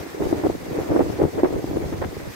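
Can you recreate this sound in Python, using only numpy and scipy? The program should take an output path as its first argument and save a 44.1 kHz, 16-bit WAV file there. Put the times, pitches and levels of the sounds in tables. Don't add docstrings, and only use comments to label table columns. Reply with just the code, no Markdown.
import sys
import numpy as np
from scipy import signal
from scipy.fft import rfft, irfft
from scipy.io import wavfile
from scipy.ndimage import uniform_filter1d

SR = 44100
rng = np.random.default_rng(int(sys.argv[2]) if len(sys.argv) > 2 else 0)


def transcribe(signal):
    frames = np.atleast_2d(signal).T
    limited = np.clip(frames, -1, 1)
    pcm = np.round(limited * 32767).astype(np.int16)
    wavfile.write(sys.argv[1], SR, pcm)


N = 103635
T = np.arange(N) / SR


def from_db(db):
    return 10 ** (np.asarray(db) / 20)


def rms_one(x):
    return x / np.sqrt(np.mean(x ** 2) + 1e-20)


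def level(rows):
    return from_db(np.interp(T, *np.transpose(rows)))


def at_hz(points, hz):
    f, db = np.transpose(points)
    return np.interp(np.log(hz + 1e-6), np.log(f), db)


def drift(rate):
    step = 40
    pole = np.exp(-2 * np.pi * step * rate / SR)
    settle = 2000
    noise = rng.standard_normal(N // step + settle + 2)
    slow = signal.lfilter([1], [1, -2 * pole, pole ** 2], noise)[settle:]
    return np.interp(np.arange(N) / step, np.arange(len(slow)), rms_one(slow))


def response(spectrum, size=8192):
    gain = from_db(at_hz(spectrum, np.fft.rfftfreq(size, 1 / SR)))
    cepstrum = irfft(np.log(gain))
    cepstrum[1:size // 2] *= 2
    cepstrum[size // 2 + 1:] = 0
    h = irfft(np.exp(rfft(cepstrum)))[:size // 2]
    return h / np.abs(h).max()


def colour(x, spectrum):
    return signal.fftconvolve(x, response(spectrum)[None], axes=1)[:, :N]


def even(x, seconds):
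    size = max(int(seconds * SR), 2)
    power = uniform_filter1d(uniform_filter1d(x ** 2, size), size)
    return x / np.sqrt(np.abs(power) + 1e-12)


def surf():
    # (frequency [Hz], relative level [dB])
    wash_spectrum = [(60, 1), (200, 5), (400, 0), (800, 0), (1200, -1.5), (1500, -3), (2050, -1.5),
                     (2900, -9.5), (4200, -10.5), (6400, -11.5), (7200, -15), (8600, -14.5), (9500, -19),
                     (10600, -19), (12000, -15.5), (13500, -16.5), (15500, -18.5)]
    # (time [s], level [dB])
    roar_level = [(0, -38), (.2, -40), (.4, -37), (.58, -41), (.84, -37), (1.1, -39.5), (1.33, -40),
                  (1.5, -41.5), (1.68, -42), (1.85, -41), (2.13, -41.5), (2.35, -39)]
    # (time [s], level [dB])
    hiss_level = [(0, -37.5), (.05, -40), (.18, -40.5), (.24, -37.5), (.42, -39.5), (.6, -40.5), (.84, -40),
                  (1.0, -40), (1.12, -39), (1.24, -42), (1.33, -40), (1.46, -43), (1.51, -40),
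                  (1.56, -42.5), (1.67, -39.5), (1.83, -42.5), (1.89, -40), (2.0, -41), (2.26, -41),
                  (2.32, -37.5), (2.35, -39)]
    hiss_above_hz = 2650
    shared, lag_s = 0.18, 0.000657
    roar_waver_db, hiss_waver_db, wavers_per_s = .85, 1.25, 20
    gain_waver_db, gain_wavers_per_s = .75, 24

    roar_edges = np.geomspace(60, hiss_above_hz, 7)[:-1]
    hiss_edges = np.geomspace(hiss_above_hz, 17000, 15)
    edges = np.r_[roar_edges, hiss_edges]
    hz = np.fft.rfftfreq(N, 1 / SR)
    bins = rfft(rms_one(colour(rng.standard_normal((3, N)), wash_spectrum)))
    direction = rng.uniform(-1, 1, size=128)[(hz / SR * 250).astype(int)]
    delay = np.exp(-1j * np.pi * hz * lag_s * direction * [[1], [-1]])
    ports = np.sqrt(1 - shared) * bins[:2] + np.sqrt(shared) * bins[2] * delay

    roar, hiss = level(roar_level), level(hiss_level)
    out = 0
    for low, high in zip(edges, edges[1:]):
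        band = irfft(ports * ((hz >= low) & (hz < high)), N)
        swell, waver_db = (hiss, hiss_waver_db) if low >= hiss_above_hz else (roar, roar_waver_db)
        out = out + band * swell * from_db(waver_db * drift(wavers_per_s))
    return out * from_db(gain_waver_db * drift(gain_wavers_per_s))


def rumble():
    # (frequency [Hz], relative level [dB])
    low_spectrum = [(12, -45), (25, -18), (42, -11.5), (65, -5.5), (85, 0.5), (120, -5.5), (170, -6.5),
                    (250, -14), (500, -46), (1500, -59)]
    # (time [s], level [dB])
    calm_level = [(0, -30.5), (.05, -63), (.18, -51), (.22, -39), (.35, -38), (.41, -44), (.48, -37),
                  (.62, -48), (.72, -42), (.87, -44), (.95, -34), (1.17, -39), (1.23, -28), (1.31, -45),
                  (1.38, -33.5), (1.6, -40.5), (1.78, -35), (2.05, -34.5), (2.12, -42), (2.28, -49),
                  (2.35, -55)]
    # (time of the peak [s], level [dB])
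    surge_rows = [(0.211, -24.5), (0.243, -29), (.267, -26), (.31, -30), (0.344, -32), (0.379, -27.5),
                  (.447, -26), (.487, -29), (.515, -30), (.56, -32), (0.629, -34), (.69, -33), (.722, -30),
                  (.785, -29), (0.813, -28), (0.908, -20.5), (.936, -30), (1.008, -33), (1.028, -26),
                  (1.065, -27), (1.1, -25.5), (1.153, -33.5), (1.205, -34), (1.23, -25), (1.253, -20.5),
                  (1.36, -32), (1.442, -30), (1.523, -33), (1.557, -24), (1.588, -27), (1.651, -31),
                  (1.695, -28), (1.717, -32), (1.76, -26), (1.835, -28.5), (1.861, -26), (1.89, -38),
                  (1.94, -27.5), (1.977, -37), (2.015, -30), (2.059, -27.5), (2.091, -31), (2.176, -29.5),
                  (2.233, -34), (2.278, -31), (2.301, -33.5)]
    surge_width_s, flutter_db = 0.0076, 2.5

    lumps = even(colour(rng.standard_normal((2, N)), low_spectrum), 0.02)
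    surges = sum(from_db(db) * np.exp(-.5 * ((T - s) / surge_width_s) ** 2) for s, db in surge_rows)
    flutter = from_db(flutter_db * np.array([drift(36), drift(28)]))
    return lumps * np.hypot(surges, level(calm_level) * flutter)


def gust_shape(start, length):
    attack_s, release_s = .006, .006
    rise = np.clip((T - start) / attack_s + .5, 0, 1)
    return rise * np.exp(-np.maximum(T - start - length, 0) / release_s)


def buffeting():
    # (frequency [Hz], relative level [dB])
    port_ring = [(40, -27), (120, -25.5), (210, -17), (260, -4), (300, 3), (345, 0), (420, -0.5),
                 (550, -6.5), (780, -13), (1000, -20), (1500, -33), (2500, -51), (5000, -79.5)]
    # (frequency [Hz], relative level [dB])
    rasp_spectrum = [(300, -43), (700, 16.5), (1000, 7), (1400, 5.5), (1900, 2.5), (2500, -9),
                     (3500, -14.5), (5000, -27), (10000, -56)]
    # (time [s], level [dB])
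    breeze_level = [(0, -32.5), (.09, -46), (.17, -35.5), (.28, -28.5), (.4, -29), (.52, -35), (.58, -39.5),
                    (.67, -35), (.76, -28), (.86, -30.5), (.95, -28), (1.1, -31), (1.17, -29), (1.27, -26),
                    (1.32, -41), (1.37, -25.5), (1.48, -28), (1.57, -29.5), (1.67, -35), (1.76, -26.5),
                    (1.9, -34.5), (2.06, -35.5), (2.13, -37.5), (2.21, -43.5), (2.27, -32.5), (2.35, -53)]
    # (start [s], length [s], level of the knocks [dB], rasp against the knocks [dB])
    gust_rows = [(0.198, 0.019, -24.5, -22), (0.217, 0.019, -26.5, -13), (0.235, 0.033, -28, -23),
                 (0.324, 0.013, -22.5, -20), (0.437, 0.032, -16.5, -19.5), (0.491, 0.01, -21.5, -28),
                 (0.759, 0.061, -28, -25), (0.89, 0.016, -25, -27), (0.911, 0.035, -18, -21),
                 (0.96, 0.017, -16.5, -14), (0.99, 0.031, -17.5, -18), (1.196, 0.044, -20.5, -17),
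                 (1.383, 0.019, -21.5, -13), (1.44, 0.015, -14, -11), (1.553, 0.015, -25.5, -20),
                 (1.752, .02, -29.5, -22), (1.927, 0.014, -31.5, -4), (2.015, 0.0093, -22, -6.5),
                 (2.036, 0.011, -31.5, -0.5)]
    eddies_per_s, eddy_spread_db = 800, 3.5
    flutter_db, flutter_per_s = 2.8, 35

    born = rng.random((2, N)) < eddies_per_s / SR
    eddies = born * from_db(eddy_spread_db * rng.standard_normal((2, N)))
    knocks = even(colour(eddies, port_ring), .033)
    breeze = level(breeze_level) * from_db(flutter_db * drift(flutter_per_s))
    gusts, rasp_level = 0, 0
    for start, length, db, rasp_db in gust_rows:
        shape = gust_shape(start, length)
        gusts = gusts + from_db(db) * shape
        rasp_level = rasp_level + from_db(db + rasp_db) * shape
    bursts = rng.standard_normal((2, N)) * np.maximum(knocks, 0)
    rasp = rms_one(colour(bursts, rasp_spectrum))
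    return knocks * np.hypot(breeze, gusts) + rasp * rasp_level


def thumps():
    # (time [s], ring level [dB], left against right [dB], pitch at the peak [Hz])
    strong_eddies = [(.068, -26.5, -3, 326), (0.149, -20, 0, 430), (0.207, -23, -10, 356),
                     (.271, -18.5, 10, 350), (0.314, -18, -5, 376), (.329, -6, 5, 340), (.501, -14, 1, 397),
                     (0.553, -21, 3, 312), (.773, -20, 8, 346), (.789, -16.5, 3, 388),
                     (.964, -7.5, -4, 348), (0.972, -14, 5, 347), (0.997, -10, 0, 370),
                     (1.008, -8.5, -8, 337), (1.07, -20, 0, 345), (1.102, -19.5, 12, 352),
                     (1.201, -13, -7.5, 455), (1.219, -10.5, 8, 370), (1.239, -9.5, 10, 346),
                     (1.253, -17, 15, 360), (1.435, -4, -3.5, 334), (1.508, -21, 8, 357),
                     (1.542, -18.5, -2, 426), (1.566, -21, -3, 483), (1.578, -23, -12, 407),
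                     (1.644, -16.5, 1, 317), (1.713, -18.5, -2, 307), (1.772, -13, 4, 365),
                     (1.807, -25.5, 14, 395), (1.843, -23.5, -3, 375), (1.934, -27, -1, 410),
                     (2.022, -18.5, 0, 484), (2.17, -25, -3, 423)]
    # (frequency [Hz], relative level [dB])
    slap_spectrum = [(60, -10), (250, -11.5), (520, 2.5), (720, 2), (1000, -9.5), (1800, -28.5),
                     (3000, -50), (6000, -75)]
    rise_s, decay_s, sag_per_s = 0.00163, 0.005, 20
    slap_db = -5
    port_lag_s = 0.00079

    slaps, rings = np.zeros((2, N)), np.zeros((2, N))
    chances = rng.random((len(strong_eddies), 2))
    for (s, db, pan_db, hz), (lead, turn) in zip(strong_eddies, chances):
        for side, sign in enumerate((1, -1)):
            peak_s = s + sign * (lead - .5) * port_lag_s
            gain = from_db(db + sign * pan_db / 2)
            t = np.clip(T - peak_s, -.04, .04)
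            rise = -.5 * (np.minimum(t, 0) / rise_s) ** 2
            decay = -np.maximum(t, 0) / decay_s
            swell = np.exp(rise + decay) * (t < .04)
            cycles = hz * t * (1 - sag_per_s * t / 2) + turn
            rings[side] += gain * swell * np.sin(2 * np.pi * cycles)
            slaps[side, int((peak_s - rise_s) * SR)] = gain
    return rings + from_db(slap_db) * colour(slaps, slap_spectrum)


def scene():
    return surf() + buffeting() + thumps() + rumble()


def record(dry):
    low_cut_hz, cutoff_hz, peak_limit = 14, 15800, .9
    low_cut = signal.butter(1, low_cut_hz, "high", fs=SR, output="sos")
    body = signal.sosfilt(low_cut, dry)
    rounded = body / (1 + (body / peak_limit) ** 6) ** (1 / 6)
    top_cut = signal.firwin(401, cutoff_hz, fs=SR)
    return signal.fftconvolve(rounded, top_cut[None], "same", axes=1)


dry = scene()
out = record(dry)
transcribe(out)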